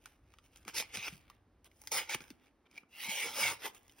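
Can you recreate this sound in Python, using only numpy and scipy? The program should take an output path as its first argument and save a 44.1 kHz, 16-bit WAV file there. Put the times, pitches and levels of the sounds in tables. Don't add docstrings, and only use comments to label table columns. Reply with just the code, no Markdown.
import sys
import numpy as np
from scipy import signal
from scipy.fft import rfft, irfft, next_fast_len
from scipy.io import wavfile
from scipy.ndimage import uniform_filter1d, map_coordinates

SR = 44100
rng = np.random.default_rng(int(sys.argv[2]) if len(sys.argv) > 2 else 0)


def output_pcm(signal):
    pcm = np.clip(np.atleast_2d(signal).T, -1, 1) * 32767
    wavfile.write(sys.argv[1], SR, np.round(pcm).astype(np.int16))


N = 176400

# (frequency [Hz], level [dB])
ROOM_TONE_EQ = [(20,-30.5),(40,-12),(65,-6.5),(130,-15.5),(290,-4.5),(450,-13),(850,-16.5),(1500,-22),(2400,-27.5),(4500,-35),(8000,-39),(15000,-44.5)]
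# (time [s], level [dB])
HAND_RIDE = [(0, -72.5), (.15, -75), (.27, -63), (.33, -71), (1.0, -67), (1.501, -73.5), (2.2, -73),
             (2.35, -74), (2.9, -99.5), (3.3, -81), (4.0, -73)]
# (frequency [Hz], level [dB])
HAND_EQ = [(18, -40), (28, -13.5), (42, -2), (65, -2), (100, -7), (160, -15.5), (400, -67.5)]
# (centre time [s], half length [s], level [dB], treble gain [dB])
FINGER_SLIDES = [(0.082, 0.073, -71, 1.5), (0.328, 0.076, -75, -2), (0.455, 0.025, -70.5, 0.5),
                 (0.581, 0.062, -68, -1), (0.692, 0.019, -50.5, -0.5), (0.87, 0.055, -66, -1),
                 (1.126, 0.051, -60.5, 2), (1.217, 0.028, -71.5, -5), (1.309, 0.067, -70, -10),
                 (1.663, .014, -61, -0.5), (1.887, 0.13, -71.5, 6), (2.225, 0.059, -66.5, 2),
                 (2.25, 0.097, -67, -2), (2.451, 0.043, -68, -7), (2.665, 0.009, -64, -20.5),
                 (2.766, 0.044, -62.5, -3.5), (2.782, 0.0048, -55, -3), (3.761, 0.021, -60, 0.5),
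                 (3.871, 0.13, -71.5, 0.5), (4.0, 0.021, -60, 1.5)]
# (frequency [Hz], level [dB])
RUB_EQ = [(60, -17.5), (300, -5.5), (850, -9), (1600, -4), (2300, -3), (3300, -6), (4200, -14),
          (5500, -10.5), (8000, -13.5), (15000, -12.5)]
# (frequency [Hz], level [dB])
PAPER_EQ = [(22,-56),(60,-28.5),(150,-21.5),(340,-12),(520,-8.5),(680,-14.5),(850,-9.5),(1130,-12),(1400,-9.5),(1750,-12),(2050,-6),(2560,-8),(2750,-6.5),(3000,-8.5),(3400,-8),(4300,-13),(5250,-6)]
# (frequency [Hz], level [dB])
PAPER_TOP_EQ = [(5850, -10.5), (6350, -6.8), (7200, -12.5), (8600, -11.5), (10000, -14.3), (13000, -16),
                (15500, -15.5)]
# (time [s], main resonance [Hz], its boost [dB], air gain [dB], pouch boost [dB])
GRIP = [(.79, 2400, 7.5, -3, 6), (1.009, 2540, 10.5, -1, 1.5), (1.3, 2400, 5, 8, 5),
        (1.96, 2254, 7, 2.5, 9.5), (2.122, 2350, 4, -2, 9), (2.768, 2310, 19.5, -7, 3.5),
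        (3.001, 2967, 4.5, 10.5, 1.5), (3.081, 2280, 11, 0, 9.5), (3.231, 2235, 8, 2.5, 7),
        (3.33, 2583, -3.5, 6, 8.5), (3.449, 2355, 15.5, -0.5, -2), (3.552, 2060, -9, 3.5, 4),
        (3.66, 2257, -4.5, 8.5, 9)]
# (time [s], level before trim [dB], body [dB], knock [dB], treble [dB])
TICKS = [(0.058, -35, 3.5, 6.5, 2), (0.073, -53, 19, 7, -6), (0.339, -48, -14, 14, -11),
         (.386, -45.5, -5, 15, -3), (.560, -43.5, -6.5, 11.5, -3.5), (.572, -46.5, -14.5, -3, 12),
         (.651, -45.5, 3.5, 5, 1), (.680, -28.5, 6, 4.5, 1.5), (0.687, -41.5, 2, 0, 14),
         (.745, -36, -11.5, 3, -4), (.800, -22.5, 5.5, -2, 0), (.812, -30, -6.5, 5, 7),
         (.824, -29.5, 5.5, 0, -9), (.957, -31, 0.5, 6, 4), (.972, -25.5, 1.5, -3, 1),
         (1.081, -33, -0.5, -1, -11.5), (1.300, -40, 0, 17, -7), (1.645, -46, -10.5, 1.5, 2.5),
         (1.715, -53.5, -8.5, -0.5, -9.5), (1.817, -40, 7, -2, 11), (1.838, -45.5, 16, 6, 13),
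         (1.8733, -28, -11.5, 3.5, 0.5), (1.918, -20.5, -12, 1.5, 11.5), (2.094, -37, 0.5, -3, -4),
         (2.118, -31.5, 5, -3.5, -12), (2.146, -21.5, 2.5, 2.5, -10), (2.148, -23.5, -2, -4, 7),
         (2.206, -36.5, 6, 3.5, -5.5), (2.304, -38.5, -0.5, -5, -2), (2.713, -52.5, 3, 0.5, 4.5),
         (2.782, -37.5, -9.5, -2, -27), (2.833, -52, 14, 11, -15), (3.218, -30.5, -3.5, 2, -15),
         (3.659, -36, 1, 6, 3), (3.748, -41, 13, -4, 1.5), (3.896, -46.5, -15, -6, -17)]
# (time [s], peak [dB], start pitch [Hz], target pitch [Hz], t60 [s])
FLEXES = [(0.658, -53, 436, 149, 0.099), (.972, -47, 292, 76.4, 0.058), (1.076, -50.5, 485, 199, .06),
          (1.125, -46.5, 240, 121, 0.11), (2.147, -42, 630, 70, 0.038), (2.15, -44.5, 202, 64.6, 0.061),
          (2.205, -48, 394, 75.5, 0.044), (2.303, -44.5, 558, 45, 0.078), (2.831, -62, 300, 70, 0.042),
          (3.077, -45.5, 250, 180, 0.089), (3.242, -42.5, 507, 467, 0.21), (3.385, -39.5, 537, 536, 0.12),
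          (3.448, -41, 584, 534, 0.041), (3.439, -50, 125, 100, 0.37)]
# (time [s], mid level [dB], body re mids [dB], treble re mids [dB])
CUT_STROKES = [
    [(0.72, -72, -7, 8), (0.734, -67, 7, 0), (0.744, -56.5, 5, 9), (0.76, -44, -5, 3.5),
     (0.786, -38, -2.5, 6), (0.793, -43.5, -10, 7.5), (0.803, -41, -0.5, 3.5), (0.828, -54, 0, 4),
     (0.852, -59.5, -7, -5), (0.88, -75, -8, 0)],
    [(0.9, -61.5, -4, -13.5), (0.928, -61.5, -3, -0.5), (0.952, -41.5, -2.5, 0.5), (0.968, -55, 3, 6),
     (1.006, -48, -8.5, -8), (1.017, -51.5, -4, -3.5), (1.045, -45, -10.5, -7.5), (1.086, -44.5, -2, -6),
     (1.108, -71, -4, 1), (1.13, -60, -7, -7.5)],
    [(1.905, -83, -19, -6), (1.919, -46.5, 2.5, 9), (1.983, -36.5, -0.5, 1), (2.025, -50.5, 1, -1.5),
     (2.06, -62.5, -4, -1)],
    [(2.07, -63, -2, -3), (2.09, -56.5, 1.5, -6), (2.096, -42.5, -1.5, -1.5), (2.142, -38.5, -3.5, -3.5),
     (2.148, -40, 8.5, -1), (2.158, -59.5, -13.5, -14), (2.18, -67.5, -3, -2)],
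    [(2.9, -83, -14, 1.5), (2.928, -67, -4.5, -6), (2.992, -53, -10, -7.5), (3.004, -43.5, -20.5, -11.5),
     (3.048, -43, -6.5, -3.5), (3.08, -50.5, 3, 4)],
    [(3.08, -49, -17, -4), (3.098, -43, -6, 3), (3.13, -45.5, -3.5, 3.5), (3.238, -39, -8, -4.5),
     (3.27, -46.5, 5.5, 1), (3.284, -43.5, -3.5, -5), (3.302, -50, 2.5, -0.5), (3.33, -53.5, 4.5, -3)],
    [(3.33, -47, 0, -9.5), (3.38, -44.5, 4, 4.5), (3.406, -42.5, 2, 8), (3.438, -35.5, 1, 0.5),
     (3.452, -39, 8.5, 2.5), (3.474, -34, 1.5, -2.5), (3.522, -46.5, 10.5, 3), (3.58, -62, -3, -9.5)],
    [(3.58, -76, -27, 5), (3.59, -63.5, 3.5, -5), (3.662, -43.5, 8, -2.5), (3.704, -62.5, 3, -3),
     (3.73, -79, 9, -2)],
]
# (frequency [Hz], likeness [0..1])
STEREO_LIKENESS = [(60, .99), (300, .96), (2000, .98), (3300, .87), (4300, .65), (5100, .93), (6000, .8),
                   (7000, .995), (7900, .995), (9000, .7), (10000, .98), (11000, .95), (12000, .7),
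                   (12800, .995), (14000, .995), (15000, .7)]
# (frequency [Hz], left minus right [dB])
STEREO_PAN = [(100, 0), (520, 0), (760, -6.5), (1100, 0), (2200, 0), (2700, -2.5), (4300, -2.5), (5000, 0),
              (15000, 0)]
# (frequency [Hz], lead of the left [rad])
STEREO_LEAD = [(100, 0), (1800, 0), (2500, .45), (4400, .55), (5100, .1), (6500, 2.2), (7000, 3.1),
               (7900, 3.2), (8400, 4.1), (9900, 6.25), (11400, 6.6), (12300, 8), (12800, 9.35),
               (14000, 9.5), (14500, 10.3), (15700, 12.2)]
# (frequency [Hz], t60 [s])
ROOM_DECAY = [(150, 0.93), (2000, 0.37), (12000, 0.097)]

BODY_HZ, TREBLE_HZ = 1650, 4100
PANEL_WIDTH_HZ, AIR_HZ = 225, 10600
POUCH_HZ, POUCH_WIDTH_HZ = 864, 94
KNOCK_HZ, KNOCK_WIDTH_HZ = 1210, 260
TICK_TRIM_DB, TICK_LOW_CUT_HZ = 12, 420
BUMP_RISE_S, BUMP_FALL_S = 0.002, 0.007
BUMP_ROUGHNESS, BUMP_FLUTTER_PER_S = 0.75, 150
CUT_BODY_DB, CUT_MID_DB, CUT_TREBLE_DB = -4.5, 2, 2.5
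ROOM_TONE_DB, REVERB_DB, TOP_HZ = -73.5, -20, 15850


def amp(db):
    return 10 ** (np.asarray(db) / 20)


def unit(x):
    return x / np.sqrt(np.mean(x ** 2) + 1e-20)


def along(points, hz):
    f, v = np.transpose(points)
    return np.interp(np.log(hz + 1), np.log(f + 1), v)


def bell(x, centre, width):
    return np.exp(-((x - centre) / width) ** 2)


def wobble(rate):
    return map_coordinates(rng.standard_normal(8192), [np.arange(N) * rate / SR], mode="wrap")


def add(out, s, sound):
    i = max(round(s * SR), 0)
    out[..., i:i + sound.shape[-1]] += sound


def filtered(x, response):
    m = next_fast_len(x.shape[-1] + 8192)
    return irfft(rfft(x, m) * response(np.fft.rfftfreq(m, 1 / SR)), m)[..., :x.shape[-1]]


def causal(gain_db, size=2048):
    cepstrum = irfft(np.log(amp(gain_db(np.fft.rfftfreq(size, 1 / SR)))))
    cepstrum[1:size // 2] *= 2
    cepstrum[size // 2 + 1:] = 0
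    return irfft(np.exp(rfft(cepstrum)))


def bands(hz, order=8):
    body = 1 / (1 + (hz / BODY_HZ) ** order)
    below_treble = 1 / (1 + (hz / TREBLE_HZ) ** order)
    return np.array([body, below_treble - body, 1 - below_treble])


def background():
    tone = unit(filtered(rng.standard_normal((2, N)), lambda hz: amp(along(ROOM_TONE_EQ, hz))))
    rumble = unit(filtered(rng.standard_normal(N), lambda hz: amp(along(HAND_EQ, hz))))
    ride_db = np.interp(np.arange(N) / SR, *np.transpose(HAND_RIDE))
    return amp(ROOM_TONE_DB) * stereo_image(tone) + amp(ride_db) * rumble


def sheet(hz, s):
    times, *columns = np.transpose(GRIP)
    centre_hz, panel_db, air_db, pouch_db = [np.interp(s, times, c) for c in columns]
    panel = panel_db * bell(hz, centre_hz, PANEL_WIDTH_HZ)
    pouch = pouch_db * bell(hz, POUCH_HZ, POUCH_WIDTH_HZ)
    air = air_db * (1 - np.exp(-(hz / AIR_HZ) ** 4))
    return along(PAPER_EQ + PAPER_TOP_EQ, hz) + panel + pouch + air


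def ring(t60, ring_db, size=2048):
    tail = rng.standard_normal((2, size)) * amp(-60 * np.arange(size) / SR / t60)
    tail *= amp(ring_db) / np.linalg.norm(tail, axis=1, keepdims=True)
    tail[0, 0] += 1
    tail[1] *= np.linalg.norm(tail[0]) / np.linalg.norm(tail[1])
    return tail


def crackle(per_s, spread_db, colour, spots=80):
    hits = rng.random(N) < per_s / SR
    sizes = amp(spread_db * np.clip(rng.standard_normal(N), -2.5, 2.5))
    breaks = hits * sizes * rng.choice([-1, 1], N)
    spot = np.round(np.linspace(0, spots - 1, N) + rng.random(N) - .5)
    out = np.zeros((2, N + SR))
    for k in range(spots):
        near = np.flatnonzero(spot == k)
        grains = (breaks * (spot == k))[near[0]:near[-1] + 1]
        grains = signal.fftconvolve(grains, causal(lambda hz: colour(hz, near.mean() / SR)))
        add(out, near[0] / SR, signal.fftconvolve(grains[None], ring(t60=0.013, ring_db=3), axes=1))
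    return unit(out[:, :N])


def rustling():
    t = np.arange(N) / SR
    rub = crackle(per_s=4500, spread_db=6.0, colour=lambda hz, s: along(RUB_EQ, hz))
    crinkles = amp(-3.5) * crackle(per_s=180, spread_db=5.5, colour=sheet)
    grains = rub + crinkles
    treble = filtered(grains, lambda hz: bands(hz)[2])
    return sum(amp(db) * bell(t, s, half_s) * (grains + (amp(treble_db) - 1) * treble)
               for s, half_s, db, treble_db in FINGER_SLIDES)


def ticking():
    out = np.zeros((2, N + SR))
    for s, db, body_db, knock_db, treble_db in TICKS:
        def colour(hz):
            low_cut = -10 * np.log10(1 + (TICK_LOW_CUT_HZ / (hz + 20)) ** 2)
            knock = knock_db * bell(hz, KNOCK_HZ, KNOCK_WIDTH_HZ)
            shelves = np.array([body_db, 0, treble_db]) @ bands(hz)
            return sheet(hz, s) + low_cut + knock + shelves

        crack = ring(t60=0.01, ring_db=2.5)
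        tail = ring(t60=0.06, ring_db=-4.5)[:1]
        hit = signal.fftconvolve(crack, tail, axes=1)
        tick = signal.fftconvolve(hit, causal(colour)[None], axes=1)
        add(out, s, amp(db + TICK_TRIM_DB) * tick / np.linalg.norm(tick, axis=1, keepdims=True))
    return out[:, :N]


def flexing():
    out, t = np.zeros(N + SR), np.arange(SR // 5) / SR
    for s, db, start_hz, target_hz, t60 in FLEXES:
        pitch_hz = target_hz + (start_hz - target_hz) / (1 + t / BUMP_FALL_S)
        phase = 2 * np.pi * np.cumsum(pitch_hz) / SR
        shape = (1 - bell(t, 0, BUMP_RISE_S)) * amp(-60 * t / t60)
        jitter = wobble(BUMP_FLUTTER_PER_S) + 1j * wobble(BUMP_FLUTTER_PER_S)
        flutter = 1 + BUMP_ROUGHNESS * jitter[:len(t)]
        bump = shape * np.imag(flutter * np.exp(1j * phase))
        add(out, s, amp(db) * bump / abs(bump).max())
    return out[:N]


def slitting():
    s, force, body, treble = np.concatenate(CUT_STROKES).T
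    t, order = np.arange(N) / SR, np.argsort(s)
    in_stroke = [(t >= stroke[0][0] - .01) & (t <= stroke[-1][0] + .01) for stroke in CUT_STROKES]
    gate = uniform_filter1d(1. * np.any(in_stroke, axis=0), size=300)
    fibres = crackle(per_s=8000, spread_db=3.5, colour=sheet)
    rides_db = [force + body + CUT_BODY_DB, force + CUT_MID_DB, force + treble + CUT_TREBLE_DB]
    rip = 0
    for k, db in enumerate(rides_db):
        band = unit(filtered(fibres, lambda hz: bands(hz)[k]))
        rip = rip + amp(np.interp(t, s[order], db[order])) * band
    return rip * gate


def stereo_image(pair):
    def blend(hz):
        angle = np.arccos(np.clip(along(STEREO_LIKENESS, hz), -1, 1)) / 2
        return np.array([np.cos(angle), np.sin(angle)])

    shared, apart = filtered(pair, blend)
    side = np.array([[.5], [-.5]])
    place = lambda hz: amp(side * along(STEREO_PAN, hz)) * np.exp(1j * side * along(STEREO_LEAD, hz))
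    return filtered(np.array([shared + apart, shared - apart]), place)


def room(x):
    hz, t, noise = signal.stft(rng.standard_normal((2, SR // 2)), SR, nperseg=256)
    decay = amp(-60 * t / along(ROOM_DECAY, hz)[:, None])
    tail = signal.istft(noise * decay, SR, nperseg=256)[1]
    return signal.fftconvolve(x, tail / np.linalg.norm(tail[0]), axes=1)[:, :N]


def scene():
    paper = stereo_image(slitting() + ticking() + rustling()) + flexing()
    return paper + amp(REVERB_DB) * room(paper) + background()


def record(dry):
    return filtered(dry, lambda hz: 1 / (1 + (hz / TOP_HZ) ** 220))


dry = scene()
out = record(dry)
output_pcm(out)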